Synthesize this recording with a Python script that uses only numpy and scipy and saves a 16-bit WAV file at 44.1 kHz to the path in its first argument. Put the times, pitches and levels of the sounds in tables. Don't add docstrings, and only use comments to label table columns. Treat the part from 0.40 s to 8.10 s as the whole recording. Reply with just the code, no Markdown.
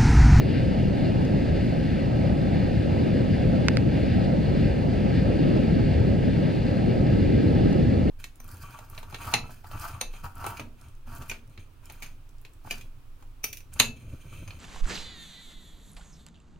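import sys
import numpy as np
from scipy import signal
from scipy.fft import rfft, irfft, next_fast_len
from scipy.io import wavfile
from scipy.ndimage import uniform_filter1d, map_coordinates

SR = 44100
rng = np.random.default_rng(int(sys.argv[2]) if len(sys.argv) > 2 else 0)


def dump_mix(stems):
    frames = np.atleast_2d(stems).T
    limited = np.clip(frames, -1, 1)
    pcm = np.round(limited * 32767).astype(np.int16)
    wavfile.write(sys.argv[1], SR, pcm)


def volts(x):
    e = np.asarray(x, float) / 20
    return 10 ** e


N = 339570
TIME = np.arange(N) / SR


def unit(x):
    return x / np.sqrt(np.mean(x ** 2) + 1e-20)


def wobble(rate):
    knots = rng.standard_normal(int(N * rate / SR) + 4)
    return map_coordinates(knots, [np.arange(N) * rate / SR])


def curves(rows):
    s, *cols = np.transpose(rows)
    return [np.interp(TIME, s, c) for c in cols]


def swells(rows, half_s):
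    return sum(db * np.exp(-.5 * ((TIME - s) / half_s) ** 2) for s, db in rows)


def low_pass(x, corner_hz):
    hz = np.fft.rfftfreq(N, 1 / SR)
    return irfft(rfft(x) / (1 + (hz / corner_hz) ** 6), N)


def turbulence(patchy_db, bins, frames):
    z = signal.stft(rng.standard_normal((2, N + 1024)), nperseg=512)[2]
    field = rng.standard_normal(z.shape[1:])
    field = uniform_filter1d(uniform_filter1d(field, bins, 0), frames, 1)
    return signal.istft(z * volts(patchy_db * unit(field)), nperseg=512)[1][:, :N]


JOINS = [0, 485, 1495, 5600, 15600]
# (frequency [Hz], width [Hz], level [dB])
CAVITY = (524, 55, 3.2)


def heard(pair, table, part):
    m = next_fast_len(N + 8192)
    hz = np.fft.rfftfreq(m, 1 / SR) + 1
    knots, *cols = np.transpose(table)
    db, tilt_db, lead, alike = [np.interp(np.log(hz), np.log(knots), c) for c in cols]
    if part == 0:
        db = db + 12 * np.log10(np.minimum(hz / knots[0], 1))
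    cavity_hz, width_hz, cavity_db = CAVITY
    db = db + cavity_db / (1 + (2 * (hz - cavity_hz) / width_hz) ** 2)
    rise, fall = [np.clip(np.log(hz / max(j, 1e-3)) * 15 + .5, 0, 1) for j in JOINS[part:part + 2]]
    gain = volts(db) * np.sqrt(rise * (1 - fall))
    a, b = rfft(np.pad(pair, [(0, 0), (0, m - N)], "wrap")) * gain
    turn = np.arccos(np.clip(alike, 0, 1)) / 2
    port = volts(tilt_db / 2) * np.exp(.5j * lead)
    left = (np.cos(turn) * a + np.sin(turn) * b) * port
    right = (np.cos(turn) * a - np.sin(turn) * b) / port
    even = np.sqrt(np.cosh(tilt_db * np.log(10) / 20))
    ports = irfft(np.array([left, right]) / even, m)[:, :N]
    return ports / np.std(ports.mean(0))


# (frequency [Hz], density [dB per Hz], left over right [dB], left lead [rad], likeness [0-1])
ROAR = [(21, -14.5, .2, 0, .995), (53, -4.5, .4, 0, .99), (85, -1.5, 1.2, -.08, .95),
        (118, .5, 2, -.23, .9), (150, -.8, 1.8, -.45, .79), (193, -1.5, 1.8, -.72, .78),
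        (258, -4, .2, -1.25, .8), (322, -7.3, -.6, -1.7, .75), (441, -13.3, -.5, -1.89, .8),
        (473, -14, -1.6, -1.54, .63)]
# (time [s], roar level [dB])
PRESSURE = [(0, -23.5), (.6, -22.5), (1.35, -25.5), (1.9, -24), (2.45, -24), (3.1, -22), (3.6, -23),
            (4.7, -23.5), (5.85, -22), (6.15, -25.5), (6.75, -22.5), (7.1, -19.5), (7.7, -22)]
# (time [s], swell [dB])
HEAVES = [
    (.6, 0),
    (1.1, 7),
    (2.75, -7),
    (3.3, -8),
    (4.2, 5),
    (4.65, 2.5),
    (5.55, 6),
    (6.25, -1),
    (7.7, 4),
]
# (time [s], swell [dB])
BURSTS = [(.4, -2), (1.05, 1), (1.75, -0.5), (2.6, 2), (3.0, -1.5), (3.5, 0), (4.2, 1), (5.1, 4), (5.7, 0),
          (6.15, 2), (6.6, 3), (6.95, 2), (7.4, 1)]
BURST_S = 0.13


def throat_roar():
    roar = heard(turbulence(0.67, 3, 10), ROAR, 0)
    rumble = low_pass(roar, 70)
    growl = roar - low_pass(roar, 240)
    rumble_db = -.5 + swells(HEAVES, 0.11)
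    growl_db = -.5 + swells(BURSTS, BURST_S)
    roar = roar + rumble * (volts(rumble_db) - 1) + growl * (volts(growl_db) - 1)
    roar_db = curves(PRESSURE)[0] + 1.47
    return volts(roar_db + 0.29 * wobble(7.0)) * roar


# (frequency [Hz], density [dB per Hz], left over right [dB], left lead [rad], likeness [0-1])
GAPS = [(465, -5, 4, -2.5, 0.98), (536.4, -1.5, -2, 1.4, 1), (605, -4, -6.5, -1, .53),
        (676, -4.5, -4, -2, 0.53), (793, -8.5, -9, -3.5, 0.31), (882, -13, -1, -2.5, 0.38),
        (1012, -19, .9, -3.3, .78), (1076, -19.5, -1.5, -3.05, .86), (1184, -22.7, 1.1, -3.21, .5),
        (1252, -22, 6.5, -5, 0.61), (1310, -19.5, 6, -8.5, .7), (1392, -24, 4, -5, .42),
        (1430, -28, 7, -4.5, 0.5), (1500, -25, 0, -5, 0.52)]
# (time [s], swell [dB])
SHIFTS = [
    (.4, -3),
    (1.35, 1.5),
    (2.4, -1.5),
    (3.05, 0.5),
    (3.9, 4),
    (4.9, 1.5),
    (5.35, -1.5),
    (6.33, 3),
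    (7.15, 1),
    (7.42, -1),
]
# (time [s], swell [dB])
SPRAYS = [
    (2.6, 3),
    (5.15, 3),
    (6.1, 0),
    (7.2, 4.5),
]
# (low corner [Hz], high corner [Hz])
SPRAY_HZ = (850, 1200)


def gap_rush():
    rush_db = -36.5 + 0.083 * swells(BURSTS, BURST_S) + swells(SHIFTS, 0.037)
    rush_db = rush_db + 0.15 * wobble(5) + 0.89 * wobble(15)
    rush = volts(rush_db) * heard(turbulence(1.76, 3, 10), GAPS, 1)
    spray = low_pass(rush, SPRAY_HZ[1]) - low_pass(rush, SPRAY_HZ[0])
    return rush + spray * (volts(swells(SPRAYS, BURST_S)) - 1)


# (frequency [Hz], density [dB per Hz], left over right [dB], left lead [rad], likeness [0-1])
JETS = [(1503, -3.5, 12, 1.3, 0.94), (1560, -0.5, 7.2, 0.73, 0.47), (1674, -2.5, 2.4, 0.22, 0.93),
        (2710, -5.5, 0.5, 0.08, 0.88), (2786, -3.5, 0.5, 0.07, 0.99), (3110, -10.5, 0.8, 0.24, 0.84),
        (3240, -12.5, 2.4, 0.74, 1), (3440, -9, 1.2, 0.31, 0.7), (3820, -13.5, 0.8, 0.17, 0.99),
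        (3789, -15, 0.6, 0.23, 0.61), (4180, -9.5, 2.4, 1.04, 0.9), (4640, -11, 1.9, 0.87, 0.87),
        (4870, -13, 0.6, 0.29, 0.83), (5570, -24, 0.3, 0.23, 0.41)]
# (time [s], swell [dB])
PUFFS = [(.15, 3.5), (.5, -3.5), (.65, 2.5), (1.17, 1.5), (1.72, -2), (1.95, -2), (2.4, 0.5), (3.17, -1.5),
         (3.45, -3), (3.75, 1), (4.0, -1), (4.2, 3), (4.38, -1), (4.77, 1.5), (5.3, 1.5), (5.72, -1.5),
         (6.6, -2), (6.93, 0), (7.05, -0.5), (7.17, 1), (7.65, -2.5)]


def jet_hiss():
    hiss_db = -44 - 0.0048 * TIME + swells(PUFFS, 0.045)
    flutter = 0.64 * wobble(13) + .5 * wobble(30)
    hiss = volts(hiss_db + flutter) * heard(turbulence(0.64, 8, 12), JETS, 2)
    swell_db = 0.25 * (hiss_db - np.median(hiss_db)) + 0.31 * flutter
    return hiss, swell_db


# (frequency [Hz], density [dB per Hz], left over right [dB], left lead [rad], likeness [0-1])
AIR = [(5550, 1, .3, .3, .37), (6700, -2.5, 0.028, .1, .15), (7900, -4.5, 0, 0, .15),
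       (11500, -11, 0.034, 0.021, 0.28), (14600, -18.5, 0, 0.035, .2), (15300, -20.5, 0.024, 0.014, .2)]


def far_air(swell_db):
    return volts(-64.5 + swell_db) * heard(turbulence(.4, 10, 8), AIR, 3)


def steam():
    hiss, swell_db = jet_hiss()
    return throat_roar() + gap_rush() + hiss + far_air(swell_db)


# (time [s], strength [dB], press or release [0 or 1],
# brightening over 5 kHz [dB per octave], share felt alike at both ports [dB])
SNAPS = [
    (3.2842, 0, 0, 0, 0),
    (3.3707, 0, 1, 0, 0),
    (.8515, -24, 0, 3, -2),
    (1.2678, -30, 0, 3, -4),
    (7.3299, -27, 0, 10, -4),
]
# (frequency [Hz], press alike [dB], press opposed [dB],
# release alike [dB], release opposed [dB])
SHELL = [(750, 1, 4, -12, -17), (1330, 15, 10, 5.5, 1), (2070, 13, 8, 10, -1), (2540, 14, 2, 5.5, -14),
         (3090, 5, 4, -7, -4), (4100, -6, 7, -8, 4), (4800, -2, 11, -6, 9), (5700, -14, 6, -22, -8),
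         (7000, -13, 4, -20, -10), (8200, -23, -8, -18, -6), (9100, -23, -3, -19, -6),
         (10200, -26, -16, -25, -16), (12200, -32, -23, -30, -33.5), (15500, -48, -32, -46, -40)]
# (delay of press and release [s], level of press and release [dB], corner [Hz])
REBOUND = ((.00197, .0014), (-7, -6), 4000)


def snaps():
    out, size = np.zeros((2, N + SR)), 1024
    hz = np.fft.rfftfreq(size, 1 / SR) + 1
    knots, *cols = np.transpose(SHELL)
    delay_s, rebound_db, corner_hz = REBOUND
    spread = np.exp(-1j * .16 * np.sqrt(hz))
    for s, db, kind, bright_db, alike_db in SNAPS:
        pair = cols[2 * kind:2 * kind + 2]
        colour_db = np.array([np.interp(np.log(hz), np.log(knots), c) for c in pair])
        colour_db += db + np.maximum(bright_db * np.log2(hz / 5000), -40) + [[alike_db], [0]]
        cepstrum = irfft(np.log(volts(colour_db)))
        cepstrum[:, 1:size // 2] *= 2
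        cepstrum[:, size // 2 + 1:] = 0
        echo = volts(rebound_db[kind]) * np.exp(-2j * np.pi * hz * delay_s[kind])
        rebound = 1 + echo / (1 + (hz / corner_hz) ** 2)
        alike, opposed = irfft(np.exp(rfft(cepstrum)) * rebound * spread)
        out[:, round(s * SR):][:, :size] += [alike - opposed, alike + opposed]
    return out[:, :N]


def scene():
    return steam() + snaps()


# (frequency [Hz], share lost from mid [0-1], share lost from side [0-1])
STARVED = [(1800, 0, 0), (2000, 0, .12), (2300, 0, 0), (2850, 0, .18), (3200, 0, 0), (5600, 0, 0.06),
           (7000, .03, .15), (9500, .12, .32), (12000, .25, .45), (14700, .33, .55), (15200, .75, .85)]


def thinned(dry):
    mid_side = [dry[0] + dry[1], dry[0] - dry[1]]
    hz, _, z = signal.stft(mid_side, SR, nperseg=2048, boundary="even")
    knots, *shares = np.transpose(STARVED)
    share = np.array([np.interp(hz, knots, s) for s in shares])[:, :, None]
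    luck = rng.random((2, len(hz) // 7 + 1, z.shape[2] // 2 + 1))
    luck = luck.repeat(7, 1).repeat(2, 2)[:, :len(hz), :z.shape[2]]
    power = abs(z) ** 2
    loud = power > 8 * np.median(uniform_filter1d(power, 12, 1), 2, keepdims=True)
    near_snap = uniform_filter1d(1. * (loud.mean((0, 1)) > .05), 3) > .1
    kept = (luck > share) | near_snap
    mid, side = signal.istft(z * kept, SR, nperseg=2048)[1][:, :N] / 2
    return np.array([mid + side, mid - side])


def top_cut(x):
    return signal.sosfilt(signal.butter(12, 15310, fs=SR, output="sos"), x)


def record(dry):
    close = np.minimum(np.arange(N, 0, -1) / 60, 1)
    return top_cut(thinned(dry) * close)


dry = scene()
out = record(dry)
dump_mix(out)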